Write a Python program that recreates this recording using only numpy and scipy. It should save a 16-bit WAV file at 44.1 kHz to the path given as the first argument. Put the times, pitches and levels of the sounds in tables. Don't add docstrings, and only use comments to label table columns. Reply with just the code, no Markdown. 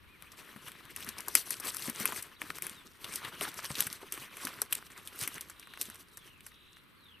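import sys
import numpy as np
from scipy import signal
from scipy.fft import rfft, irfft, next_fast_len
from scipy.io import wavfile
from scipy.ndimage import uniform_filter1d, map_coordinates

SR = 44100
rng = np.random.default_rng(int(sys.argv[2]) if len(sys.argv) > 2 else 0)


def to_wav(sig):
    pcm = np.clip(np.atleast_2d(sig), -1, 1) * 32767
    pcm = np.round(pcm).astype(np.int16)
    wavfile.write(sys.argv[1], SR, pcm.T)


N = 317520


def amp(db):
    return 10 ** (np.asarray(db) / 20)


def unit(x):
    return x / np.sqrt(np.mean(x ** 2) + 1e-20)


def along(points, hz):
    point_hz, value = np.transpose(points)
    return np.interp(np.log(hz + 1), np.log(point_hz + 1), value)


def curves(rows):
    time_s, *columns = np.transpose(rows)
    return [np.interp(np.arange(N) / SR, time_s, column) for column in columns]


def wobble(rate):
    points = rng.standard_normal(int(N * rate / SR) + 4)
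    return map_coordinates(points, [np.arange(N) * rate / SR])


def filtered(x, response):
    size = next_fast_len(N + SR // 4)
    hz = np.fft.rfftfreq(size, 1 / SR)
    return irfft(rfft(x, size) * response(hz), size)[..., :N]


def rush(spectrum, alike):
    def shares(hz):
        turn = np.arccos(np.clip(along(alike, hz), -1, 1)) / 2
        return amp(along(spectrum, hz)) * [np.cos(turn), np.sin(turn)]

    mid, side = filtered(rng.standard_normal((2, N)), shares)
    return unit(np.array([mid + side, mid - side]))


def field():
    # (relative, per Hz)
    hum_shape = [(15, -29.5), (40, -21.5), (90, 6), (300, 5), (500, -4), (720, -13), (1100, 1), (2500, -3),
                 (4000, -6.5), (5500, -23.5), (7000, -30), (10000, -17.5), (14800, -16)]
    # pitch_hz, likeness (1 = the same)
    far_alike = [(60, 0.38), (240, 0.07), (930, 0.43), (3660, 0.14), (14400, 0.41)]
    # time_s, level_db
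    drone_levels = [(0.0, -66.5), (0.2, -75.5), (5.98, -75), (7.2, -79)]
    # pitch_hz, level_db (relative)
    drone_shape = [(30, -5.5), (65, 4.5), (80, -15.5), (87, 15.5), (95, -16), (130, -20), (200, -50.5)]
    drone_db, = curves(drone_levels)
    hum = amp(-63 + 0.79 * wobble(6.7)) * rush(hum_shape, far_alike)
    drone = amp(drone_db + 6.0) * rush(drone_shape, far_alike)
    return hum + drone


def crushing():
    # time_s, blades_db, stalks_db
    background = [(0.0, -91, -67), (0.18, -75, -64.5), (0.3, -63.5, -56.5), (0.8, -68, -56.5),
                  (1.05, -52.5, -51.5), (1.6, -57.5, -53.5), (2.2, -54.5, -49.5), (2.37, -82, -62),
                  (2.55, -58, -55), (2.95, -65, -64.5), (3.2, -60, -50), (3.8, -48, -56.5),
                  (4.3, -65, -55.5), (4.55, -58, -52.5), (4.8, -75.5, -58), (5.3, -54.5, -59.5),
                  (5.55, -66.5, -62), (5.9, -59, -57.5), (6.1, -68.5, -71), (7.2, -76, -77.5)]
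    # peak_s, blades_peak_db, stalks_peak_db, hold_s
    crunches = [(0.375, -58.5, -68, 0.0071), (0.55, -64, -58.5, .04), (0.666, -54.5, -53, 0.011),
                (1.076, -77, -59.5, 0.061), (1.19, -72.5, -57, 0.0091), (1.371, -31.5, -54, .002),
                (1.502, -41.5, -56, .01), (1.647, -44, -49, 0.14), (1.83, -40, -48.5, 0.034),
                (2.011, -44, -44.5, 0.0075), (2.065, -40, -61, 0.0091), (2.167, -41, -48.5, 0.013),
                (2.435, -53, -53, 0.02), (2.634, -47, -49.5, 0.045), (3.06, -53.5, -51.5, 0.031),
                (3.137, -43.5, -49, 0.011), (3.244, -60, -46.5, 0.0079), (3.424, -40, -39.5, 0.012),
                (3.655, -50.5, -59, 0.04), (3.771, -48, -42, .01), (3.811, -42, -48.5, 0.014),
                (4.145, -52, -55.5, 0.054), (4.386, -52, -56, 0.026), (4.445, -45.5, -48.5, 0.015),
                (4.612, -50, -89, .01), (4.723, -48, -55, 0.0089), (4.855, -55.5, -64.5, 0.036),
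                (4.956, -62.5, -57.5, 0.045), (5.06, -58, -57.5, 0.012), (5.21, -39.5, -48, 0.013),
                (5.372, -50, -49.5, 0.013), (5.504, -57, -68, .005), (5.817, -43.5, -62.5, 0.009),
                (5.885, -50.5, -55.5, .01), (6.225, -66, -61.5, 0.045), (6.469, -66, -77.5, .02)]
    rise_db_per_s = 378
    fall_db_per_s = np.array([[200], [136]])
    power, t = amp(2 * np.array(curves(background))), np.arange(N) / SR
    for peak_s, blade_db, stalk_db, hold_s in crunches:
        span = slice(max(round((peak_s - .2) * SR), 0), round((peak_s + .5) * SR))
        early_s = np.maximum(peak_s - t[span], 0)
        late_s = np.maximum(t[span] - peak_s - hold_s, 0)
        peak_db = np.array([[blade_db], [stalk_db]])
        power[:, span] += amp(2 * (peak_db - rise_db_per_s * early_s - fall_db_per_s * late_s))
    return 10 * np.log10(power)


def patchy(x, depth_db):
    z = signal.stft(x, nperseg=256)[2]
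    patches = uniform_filter1d(rng.standard_normal(z.shape[1:]), size=6, axis=0)
    patches = uniform_filter1d(patches, size=8, axis=1)
    return unit(signal.istft(z * amp(depth_db * unit(patches)), nperseg=256)[1][:, :N])


def grains(count, size, hz, spread, cycles, spike_db, scatter_db):
    when, pitch, big, place = rng.random((count, 4)).T
    pitch = np.clip(hz * np.exp(spread * (2 * pitch - 1)), 30, SR / 2.5)[:, None]
    turns = pitch * np.arange(size) / SR
    loudness = amp(-spike_db * np.log(1 - .985 * big))[:, None]
    shape = np.sin(2 * np.pi * turns) * np.exp(-turns / cycles) * loudness
    at = ((when * N).astype(int)[:, None] + np.arange(size)).ravel()
    ears = [shape * amp(sign * scatter_db * (place - 1.0))[:, None] for sign in (1, -1)]
    return unit(np.array([np.bincount(at, ear.ravel(), N + size)[:N] for ear in ears]))


def rustle():
    # pitch_hz, level_db (relative)
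    blade_shape = [(2500, -3.5), (5000, 7), (8000, 8), (12000, 4.5), (14500, 1.5), (16000, -15)]
    # pitch_hz, level_db (relative)
    stalk_shape = [(500, -13.5), (1000, -3), (1500, -4.5), (3000, -6), (5000, -15), (8000, -18.5)]
    # pitch_hz, level_db (relative)
    soil_shape = [(50, -34), (100, -3), (220, -1), (400, 2.5), (700, -17.5)]
    # pitch_hz, likeness (1 = the same)
    near_alike = [(60, 0.43), (240, 0.31), (930, 0.97), (3660, 0.92), (14400, 0.99)]
    blade_db, stalk_db = crushing()
    clump = wobble(45)

    blades = 0.57 * patchy(rush(blade_shape, near_alike), depth_db=3.5)
    blades += 0.51 * grains(count=9000, size=48, hz=9360, spread=0.67, cycles=1.6,
                            spike_db=8.5, scatter_db=4)
    stalks = 0.73 * patchy(rush(stalk_shape, near_alike), depth_db=3.0)
    stalks += 0.53 * grains(count=3500, size=256, hz=2047, spread=0.72, cycles=1.56,
                            spike_db=3.5, scatter_db=3.5)
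    soil = 1.18 * rush(soil_shape, [(100, 0.49), (500, 1.0)])
    soil += 1.21 * grains(count=500, size=1500, hz=230, spread=0.73, cycles=1.0,
                          spike_db=4.5, scatter_db=6)

    blades *= amp(blade_db + 2.0 + 4.7 * clump)
    stalks *= amp(stalk_db + 1.23 + 2.03 * clump + 2.2 * wobble(30))
    soil *= amp(0.78 * stalk_db - 22.0 + 2.8 * clump)
    return blades + stalks + soil


def calls(rows, rate, swing_hz, paired, edge_db, loudest):
    song, t = np.zeros(N), np.arange(N) / SR
    for start_s, length_s, start_hz, middle_hz, end_hz, db in rows:
        part = (t - start_s) / length_s
        beat = rate * (t - start_s) % 1
        glide = np.polyfit([0, .5, 1], [start_hz, middle_hz, end_hz], 2)
        pitch = np.polyval(glide, np.clip(part, 0, 1))
        level_db = db - edge_db * np.interp(part, [0, loudest, 1], [1, 0, 1]) ** 2
        gate = np.clip(np.minimum(part, 1 - part) * length_s / 0.0062, 0, 1)
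        if paired:
            swell = np.sin(3 * np.pi * beat) ** 2 * (beat < 2 / 3)
        else:
            swell = 1 - .3 * (rate > 0) * np.cos(np.pi * beat) ** 2
        swing = np.arcsin(.93 * np.cos(2 * np.pi * beat * (3 if paired else 1)))
        tone = np.sin(2 * np.pi * np.cumsum(pitch - swing_hz * swing) / SR)
        song += np.sqrt(2) * amp(level_db + 1.4 * wobble(42)) * gate * swell * tone
    return song


def birds():
    # start_s, length_s, start_hz, middle_hz, end_hz, level_db (before the final mix)
    whistles = [(.072, .11, 2150, 2484, 1780, -64), (.58, .035, 3200, 2900, 2450, -64),
                (2.338, 0.021, 4900, 4450, 4100, -68), (2.36, 0.017, 3000, 3850, 4000, -57.5),
                (2.386, .013, 3000, 3470, 3200, -63), (2.4, 0.013, 3100, 2970, 2900, -63),
                (2.74, .09, 4120, 3640, 3370, -65)]
    slides = [(5.15, .31, 3950, 2910, 2120, -56.5), (6.1, 0.33, 4020, 2950, 2155, -59.5),
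              (6.9675, .27, 4330, 3150, 1910, -57.5)]
    buzzes = [(5.558, .39, 3360, 3410, 3240, -63), (6.5076, 0.3, 3190, 3280, 3510, -64.5)]
    song = calls(whistles, rate=0, swing_hz=0, paired=False, edge_db=4, loudest=0.66)
    song += calls(slides, rate=35, swing_hz=218, paired=True, edge_db=10, loudest=0.64)
    song += calls(buzzes, rate=64, swing_hz=620, paired=False, edge_db=1.5, loudest=0.66)
    tail = rng.standard_normal((2, SR // 3)) * amp(-60 * np.arange(SR // 3) / SR / 0.17)
    echo = signal.fftconvolve(song[None], tail / np.linalg.norm(tail[0]), axes=1)[:, :N]
    return song * amp([[.7], [-.7]]) + amp(-3.5) * echo


def snaps():
    # start_s, crack_peak_db, ring_db (relative to crack), ring_hz
    twigs = [(0.223, -33, -10, 2370), (0.319, -49, 4, 5970), (0.5625, -46, -2, 1350),
             (0.681, -31.5, -16.5, 1140), (0.718, -38.5, -5, 3000), (0.853, -44.5, -8, 3500),
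             (0.9623, -25.5, -12.5, 2870), (1.005, -34, -10, 2460), (1.0256, -40, 0.5, 3060),
             (1.046, -28.5, -20, 1250), (1.065, -33, -21.5, 1180), (1.089, -29.5, -8, 5600),
             (1.1829, -30.5, -4, 5600), (1.2043, -27, -20, 3640), (1.2828, -19, -19.5, 1120),
             (1.352, -3, -16.5, 2400), (1.5059, -15, -20.5, 2150), (1.5995, -25, -21, 1090),
             (1.6538, -28, -16, 1510), (1.6603, -28, -27, 2000), (1.6698, -27.5, -6, 4220),
             (1.699, -25, -34, 1510), (1.745, -24, -17, 1330), (1.762, -31, -20, 1500),
             (1.7674, -18.5, -31, 1370), (1.8224, -28, -7, 4700), (1.8976, -21, -20, 1250),
             (1.9994, -25, -19, 2900), (2.0551, -7.5, -14.5, 2600), (2.1224, -31, -0.5, 980),
             (2.161, -33, -5, 2260), (2.2247, -26.5, -27, 2060), (2.417, -31, 2.5, 1690),
             (2.5022, -42.5, 13, 1210), (2.5844, -25.5, -10, 1750), (2.6218, -19.5, -13, 2380),
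             (2.6671, -21, -15, 1920), (2.6952, -27.5, -13, 3800), (3.0433, -36, 1, 3350),
             (3.121, -26.5, -34, 1630), (3.157, -20.5, -44, 1720), (3.2491, -40.5, 9.5, 1910),
             (3.4094, -24, -1.5, 2570), (3.429, -23.5, -15, 1420), (3.5418, -30, -23, 1170),
             (3.5895, -38.5, 3, 1340), (3.6268, -32, -23, 1720), (3.6443, -25.5, -27, 2250),
             (3.7028, -39.5, 3, 1380), (3.7531, -39, 8.5, 3780), (3.798, -26.5, -12.5, 1820),
             (3.805, -8.5, -15, 3830), (3.8237, -18.5, -10, 3900), (3.8679, -22, -13, 1800),
             (3.9279, -22, -15, 4230), (4.123, -20.5, -15, 3000), (4.1758, -42.5, 2.5, 1240),
             (4.369, -32, -10, 1900), (4.451, -19, -30, 1050), (4.47, -29, -3.5, 1640),
             (4.6173, -8.5, -19.5, 1420), (4.7254, -11, -14, 3100), (4.7503, -16.5, -14, 3860),
             (4.8256, -51.5, 7, 1230), (4.9027, -46.5, 1.5, 1850), (5.0741, -25.5, -11.5, 3540),
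             (5.153, -41, -8, 1500), (5.2117, -18, -18, 1670), (5.227, -24.5, -19, 1570),
             (5.2754, -18, -14, 2000), (5.3801, -36, 0.5, 1880), (5.4094, -24.5, -17, 3550),
             (5.498, -31, -11.5, 1420), (5.5963, -35, -18, 1020), (5.627, -53, 7, 2000),
             (5.672, -45.5, 1.5, 1210), (5.7367, -49, 6.5, 1830), (5.774, -44, 4, 1500),
             (5.813, -14.5, -18, 3870), (5.854, -36.5, -6, 3400), (5.9, -29, -15, 1510),
             (5.945, -36, -16, 2110), (6.172, -29.5, -19, 1460), (6.4063, -45, -5, 2660),
             (6.4646, -31.5, -14.5, 1650), (6.518, -60, 7.5, 1990), (6.7685, -62.5, 11, 1800)]
    crack_t60_s, fibres_t60_s, answer_t60_s = 0.0039, 0.022, 0.11
    crack, wood, t = np.zeros((2, N + SR)), np.zeros((2, N + SR)), np.arange(SR // 5) / SR
    snap = amp(-60 * t / crack_t60_s)
    answer = amp(-29.0 - 60 * t / answer_t60_s)
    onset = (1 - np.exp(-t / 0.00032)) ** 2
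    bright = signal.butter(2, [4800, 13000], "band", fs=SR)
    for start_s, db, ring_db, hz in twigs:
        noise = rng.standard_normal((4, len(t)))
        pair = noise[0] + 0.18 * noise[1:3]
        ticks = amp(10.8 * uniform_filter1d(noise[3], size=24) * np.sqrt(24))
        fibres = amp(-21.0 - 60 * t / fibres_t60_s) * ticks
        burst = pair * onset * (snap + fibres + answer)
        start = round(start_s * SR)
        span = slice(start, start + len(t))
        edge = signal.lfilter(*bright, burst)
        crack[:, span] += amp(db + 1) * edge / np.abs(edge).max()
        ring = signal.lfilter(*signal.iirpeak(hz, 1.8, SR), burst)
        wood[:, span] += amp(db + ring_db + 8.5) * ring / np.abs(ring).max()
    return crack[:, :N] + wood[:, :N]


def thuds():
    # start_s, peak_db, pitch_hz, knock_db (relative to peak)
    soles = [(0.56, -38.5, 210, -14), (1.078, -38, 227, -23), (1.189, -46, 220, -12),
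             (1.276, -42.5, 356, 1.5), (1.35, -38, 274, -9.5), (1.662, -41, 423, -5),
             (1.882, -27.5, 236, -13), (2.005, -30.5, 207, -12), (2.055, -44, 430, 7),
             (2.088, -41.5, 396, 2), (2.417, -45, 304, 2), (2.496, -40.5, 158, -13), (2.63, -52, 375, -23),
             (3.042, -44.5, 111, -3), (3.083, -46, 151, -18), (3.412, -34, 406, 3), (3.705, -29, 139, -8.5),
             (3.866, -39.5, 169, -14), (4.029, -41, 396, -2), (4.448, -34, 268, -14), (4.618, -42, 440, 5),
             (5.274, -42, 293, -17), (5.809, -49, 432, -3), (5.884, -42.5, 226, -11)]
    out, t = np.zeros(N + SR), np.arange(SR // 8) / SR
    body = signal.butter(2, [450, 1300], "band", fs=SR)
    stages_db = 8.0 * np.cos(2 * np.pi * t / 0.017)
    weight = amp(-60 * t / 0.074 + stages_db) * (1 - np.exp(-t / 0.0015))
    for start_s, db, hz, knock_db in soles:
        push = np.sin(2 * np.pi * hz * t) * weight
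        knock = signal.lfilter(*body, rng.standard_normal(len(t)) * amp(-60 * t / 0.056))
        thud = push / push.max() + amp(knock_db + 6) * knock / np.abs(knock).max()
        out[round(start_s * SR):][:len(t)] += amp(db - 1.5) * thud
    return out[:N]


def dipped(x):
    # centre_hz, width_hz, depth_db
    dips = [(805, 390, -5.5), (6900, 1720, -8.5), (5100, 1000, -3.5)]

    def notch(f, centre, width, db):
        rest = centre * centre - f * f
        return (rest + 1j * f * width * amp(db)) / (rest + 1j * f * width)

    def path(f):
        low_cut = (1j * f / (80 + 1j * f)) ** 2
        return np.prod([notch(f, *row) for row in dips], axis=0) * low_cut

    return filtered(x, path)


def scene():
    # time_s, left_minus_right_db
    walk = [(0, 4), (2.2, 4), (3.7, 2.2), (4.3, 1.2), (7.2, 1)]
    far = field()
    pan_db, = curves(walk)
    walker = (rustle() + snaps() + thuds()) * amp([pan_db / 2, -pan_db / 2])
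    return dipped(walker) + birds() + far


def record(dry):
    # pitch_hz, left_minus_right_db
    port_gap = [(100, 1), (300, 0.5), (8000, 0), (13000, 3)]
    top_hz = 14550

    def response(hz):
        gap_db = along(port_gap, hz)
        slope = np.clip((top_hz + 50 - hz) / 300, 0, 1)
        faint = amp(-44) * (hz < 16500)
        return amp([gap_db / 2, -gap_db / 2]) * np.where(hz < top_hz, slope, faint)

    return filtered(dry, response)


dry = scene()
out = record(dry)
to_wav(out)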